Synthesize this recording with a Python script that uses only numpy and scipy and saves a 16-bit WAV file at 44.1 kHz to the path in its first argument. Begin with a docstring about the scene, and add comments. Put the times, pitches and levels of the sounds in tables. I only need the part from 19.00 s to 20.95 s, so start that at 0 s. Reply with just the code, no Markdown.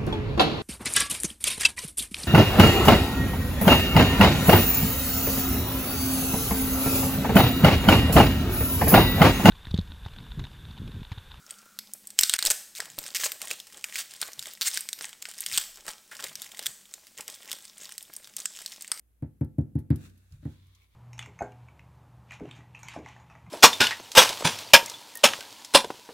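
"""In a small room, a plastic glue bottle is dabbed five times on a piece of card on a craft table.
Each dab excites the damped modes of the table top, the bottle and the room: a thump and a ring.
The nozzle ticks as it comes off the sticky card. The card rustles by stick-slip friction, a soft finger
thump and a light knock follow, and a hand slides faintly over the card, above a quiet hiss and hum."""
import sys
import numpy as np
from scipy import signal
from scipy.fft import rfft, irfft
from scipy.io import wavfile

SR = 44100
rng = np.random.default_rng(int(sys.argv[2]) if len(sys.argv) > 2 else 0)


def transcribe(u):
    """Save the signal u as a 16-bit wav file named by the first command-line argument.

    u: samples, shape (n,) or (channels, n), limited to [-1, 1]; the rate is SR.
    q: integer samples, one column per channel.
    """
    v = np.clip(np.atleast_2d(u).T, -1, 1)
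    q = np.round(v * 32767).astype(np.int16)
    wavfile.write(sys.argv[1], SR, q)


N = 85995
TIME = np.arange(N) / SR
RING_TIME = TIME[:int(.6 * SR)]


def from_db(db):
    """Amplitude grows tenfold for every 20 dB."""
    return 10 ** (np.asarray(db) / 20)


def envelope(points):
    """Gain over time, linear in decibels between (time_s, level_db) points."""
    return from_db(np.interp(TIME, *np.transpose(points)))


def unit_power(x):
    """Division by the RMS value gives a mean power of one."""
    return x / np.sqrt(np.mean(x ** 2) + 1e-20)


def butter(x, hz, kind, order=2):
    """A causal Butterworth filter, maximally flat in its passband."""
    return signal.sosfilt(signal.butter(order, hz, kind, fs=SR, output="sos"), x)


def in_band(x, low_hz, high_hz):
    """Noise power is proportional to bandwidth: this band-pass is scaled so white noise keeps its power."""
    return butter(x, (low_hz, high_hz), "band", order=3) * np.sqrt(SR / 2 / (high_hz - low_hz))


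def stereo_noise(correlation, size=N):
    """The balance of independent mid and side noise sets the correlation of left and right."""
    mid, side = rng.standard_normal((2, size))
    return np.sqrt((1 + correlation) / 2) * mid + np.sqrt((1 - correlation) / 2) * np.array([side, -side])


def colour(x, spectrum):
    """Spectral shaping by (frequency_hz, gain_db) points, normalised to unit power."""
    hz, db = np.transpose(spectrum)
    log_hz = np.log(np.fft.rfftfreq(N, 1 / SR) + 1)
    gain = from_db(np.interp(log_hz, np.log(hz), db))
    return unit_power(irfft(rfft(x) * gain, N))


def decay(t60_s):
    """Damping makes amplitude fall exponentially, by 60 dB in t60_s."""
    return np.exp(-np.log(1000) * RING_TIME / t60_s)


def mode(hz, db, t60_s):
    """A struck mode vibrates freely as a damped sinusoid."""
    return from_db(db) * decay(t60_s) * np.sin(2 * np.pi * hz * RING_TIME)


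def dense_modes(t60_s, correlation):
    """Many overlapping modes sum to decaying noise."""
    return stereo_noise(correlation, size=len(RING_TIME)) * decay(t60_s)


def contact(low_hz, high_hz, t60_s, room_db, room_t60_s, click_db):
    """The impulse response of a contact in one band: a click, brief ringing and a diffuse room tail."""
    response = dense_modes(t60_s, correlation=0.1)
    response += from_db(room_db) * dense_modes(room_t60_s, correlation=0.02)
    response[:, 0] += from_db(click_db) * np.sqrt(SR / 2 / (high_hz - low_hz))
    return in_band(response, low_hz, high_hz)


def add(out, start_s, sound):
    """Superposition: a sound adds to the mix from start_s on."""
    part = out[:, int(start_s * SR):][:, :sound.shape[-1]]
    part += sound[..., :part.shape[-1]]


def room_tone():
    """Broadband noise (partly correlated rumble, uncorrelated hiss) lies under mains hum and a drone."""
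    # Colouring of the room noise: frequency_hz, gain_db
    noise_spectrum = [(25, -17.5), (60, -5.5), (100, -6), (160, -16.5), (300, -15), (550, -23),
                      (1000, -30.5), (2000, -31), (5000, -39), (8000, -35), (11500, -28.5), (14500, -33),
                      (16000, -37)]
    # Mains hum: pitch_hz, rms_db
    hum_tones = [(59.3, -67)]
    # A low drone that sets in with the tapping: time_s, rms_db
    drone_levels = [(0.2, -90), (0.35, -66.5), (1.05, -52.5), (1.301, -65.5), (1.65, -57.5), (1.95, -77.5)]
    noise_db, drone_hz = -73, 92.6
    rumble = butter(stereo_noise(correlation=0.3), 300, "low")
    hiss = butter(stereo_noise(correlation=0), 500, "high")
    hum = sum(from_db(db) * np.sin(2 * np.pi * hz * TIME) for hz, db in hum_tones)
    drone = envelope(drone_levels) * np.sin(2 * np.pi * drone_hz * TIME)
    return from_db(noise_db) * colour(rumble + hiss, noise_spectrum) + np.sqrt(2) * (hum + drone)


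def hand_presses():
    """A hand leans on the table: a smooth force excites only low frequencies, a bump with no attack."""
    # Gaussian pulses of pressure: centre_s, level_db, sigma_s
    presses = [(0.217, -49.5, 0.0032), (1.345, -47.5, 0.018), (1.403, -53.5, 0.021), (1.66, -64.5, 0.063)]
    weight = sum(from_db(db) * np.exp(-.5 * ((TIME - centre_s) / sigma_s) ** 2)
                 for centre_s, db, sigma_s in presses)
    return weight * unit_power(butter(rng.standard_normal(N), hz=(35.6, 148.7), kind="band", order=4))


def friction(spectrum, levels):
    """Stick-slip friction: paper fibres catch and let go, giving fine grains over a smooth hiss."""
    grains_per_s, spread_db, grain_share = 1500, 2, 0.35
    sizes = from_db(spread_db * np.minimum(rng.exponential(1, N), 4))
    grains = unit_power(sizes * (rng.random(N) < grains_per_s / SR))
    slips = stereo_noise(correlation=0.055) * np.sqrt(1 - grain_share + grain_share * grains ** 2)
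    started = TIME > levels[0][0]
    return colour(slips, spectrum) * envelope(levels) * started


def card_rubbing():
    """Friction noise: the card rustles, the hand slides over it, and it scrapes briefly as it shifts."""
    # Colouring of each kind of rubbing: frequency_hz, gain_db
    rustle_spectrum = [(500, -4.5), (1000, -8), (1550, 2.5), (2100, -5.5), (2700, -0.5), (3100, -11),
                       (3600, -1.5), (5000, -9), (6700, -6), (9500, -9), (15000, -13)]
    slide_spectrum = [(500, -16), (800, -13.5), (1020, 2), (1500, -8.5), (2200, -1.5), (2700, -6.5),
                      (3500, 2.5), (5000, -9), (9000, -16)]
    scrape_spectrum = [(600, -33), (1020, -9.5), (1500, -37), (2230, 1.5), (2700, -9.5), (8000, -21.5)]
    # Course of each movement: time_s, level_db
    rustle_levels = [(0.93, -73), (0.992, -63.5), (1.026, -60.5), (1.06, -55), (1.079, -62.5),
                     (1.125, -72.5), (1.299, -74), (1.338, -66.5), (1.4, -75.5), (1.52, -67), (1.62, -84),
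                     (1.95, -92)]
    slide_levels = [(1.38, -96), (1.44, -71), (1.54, -69), (1.68, -71), (1.832, -71.5), (1.891, -82.5),
                    (1.95, -72.5)]
    scrape_levels = [(1.73, -86), (1.79, -78), (1.834, -67.5), (1.88, -82.5), (1.95, -74)]
    return (friction(rustle_spectrum, rustle_levels) + friction(slide_spectrum, slide_levels)
            + friction(scrape_spectrum, scrape_levels))


def sticky_ticks():
    """Sudden release of stress radiates tiny bright transients as glue lets go and the card flexes."""
    # Ticks of nozzle and card: start_s, low_band_db, high_band_db, t60_s
    ticks = [(0.447, -68, -57.5, 0.018), (0.6126, -70.5, -68, .025), (0.789, -68.5, -59.5, 0.083),
             (0.9590, -53, -46.5, 0.028), (1.0962, -63, -66, 0.034), (1.1764, -68.5, -66, 0.054),
             (1.322, -60, -65, 0.04), (1.6682, -69, -67.5, 0.031), (1.749, -63, -68.5, 0.084)]
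    low_band_hz, high_band_hz = (2700, 7100), (8800, 13800)
    out = np.zeros((2, N))
    for start_s, low_db, high_db, t60_s in ticks:
        for db, band_hz in ((low_db, low_band_hz), (high_db, high_band_hz)):
            tick = contact(*band_hz, t60_s, room_db=-17.5, room_t60_s=0.13, click_db=-3.5)
            add(out, start_s, from_db(db) * tick)
    return out


def table_thump():
    """Modal response of the table top, low-passed by a soft mat; returns the lower and upper modes."""
    # Modes of the table top: pitch_hz, level_db, t60_s, polarity
    table_modes = [(74.3, -5, .13, -1), (85.6, -0.33, 0.099, 1), (110.9, -9.5, 0.21, 1),
                   (124.5, -12, 0.19, 1), (149.2, -2.4, 0.081, -1), (149.5, -17, 0.32, -1),
                   (229.9, -13.5, 0.22, -1), (273.4, -7.5, 0.087, -1), (293.9, -12, 0.16, 1),
                   (319.3, -14, 0.13, 1), (362.5, -24.5, 0.21, 1)]
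    split_hz, contact_hz, low_cut_hz = 200, 1580, 51.5
    lower = sum(sign * mode(hz, db, t60_s) for hz, db, t60_s, sign in table_modes if hz < split_hz)
    upper = sum(sign * mode(hz, db, t60_s) for hz, db, t60_s, sign in table_modes if hz >= split_hz)
    cushioned = butter(np.array([lower, upper]), contact_hz, "low")
    return butter(cushioned, low_cut_hz, "high")


def table_taps():
    """Impact excitation: bottle dabs, then a soft finger thump and a light knock on the table."""
    # Blows on the table: start_s, thump_db, knock_db, ring_db, clack_db, snap_db, tick_db, pan_db
    blows = [(0.2240, -24, -48, -49.5, -62, -74.5, -61.5, 1.5),
             (0.4107, -17, -45.5, -44.5, -59.5, -71, -55, 3),
             (0.5836, -14.5, -41.5, -46, -64, -73, -53, 2.5),
             (0.7540, -16.5, -54.5, -49.5, -66.5, -73, -57, 2.5),
             (0.7830, -44, -62, -61.5, -66, -72.5, -72, -5),
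             (0.9041, -11, -42, -44, -47.5, -56.5, -48, 3.5),
             (1.428, -43.5, -68, -74, -68.5, -79, -77.5, 7.5),
             (1.4540, -24.5, -51.5, -51.5, -60, -75, -62.5, -3)]
    # Midrange ring, in the dabs that of the bottle: pitch_hz, level_db, t60_s
    ring_modes = [(511, -12, 0.36), (561, -8, 0.075), (631.8, -18.5, 0.085), (707.5, -9, .14),
                  (774.7, -9.5, 0.17), (858.5, -12, 0.24), (924.3, -9.5, 0.15), (1343, -24.5, 0.29),
                  (1530, -23, .17), (1720, -25, 0.2)]
    # Bands of contact noise, dull to bright: low_hz, high_hz, t60_s, room_db, room_t60_s
    knock = (371, 639, 0.1, -3, .17)
    clack = (950, 2150, .03, -2, .2)
    snap = (2398, 4599.5, 0.1, -5, 0.04)
    tick = (8300, 13000, .004, -31, .15)
    lower, upper = table_thump()
    ring = np.array([(-1) ** k * mode(*row) for k, row in enumerate(ring_modes)])
    room_boom = from_db(-27.5) * in_band(dense_modes(t60_s=0.58, correlation=0.52), low_hz=63, high_hz=282)
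    out = np.zeros((2, N))
    for start_s, thump_db, knock_db, ring_db, clack_db, snap_db, tick_db, pan_db in blows:
        pan = from_db([[pan_db / 2], [-pan_db / 2]])   # the upper modes reach left and right unequally
        add(out, start_s, from_db(thump_db) * (lower + upper * pan + room_boom))
        scatter_db = 3 * rng.standard_normal((2, len(ring)))   # per side and mode
        add(out, start_s, from_db(ring_db + scatter_db) @ ring)
        for db, band in ((knock_db, knock), (clack_db, clack), (snap_db, snap), (tick_db, tick)):
            add(out, start_s, from_db(db) * contact(*band, click_db=5))
    return out


def scene():
    """The pressures of taps, ticks, handling and room tone add linearly."""
    card = card_rubbing()
    return table_taps() + sticky_ticks() + hand_presses() + card + room_tone()


def record(dry):
    """Band limiting: a steep elliptic low-pass removes the treble above 16 kHz."""
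    return signal.sosfilt(signal.ellip(10, .1, 80, 16000, fs=SR, output="sos"), dry)


dry = scene()
out = record(dry)
transcribe(out)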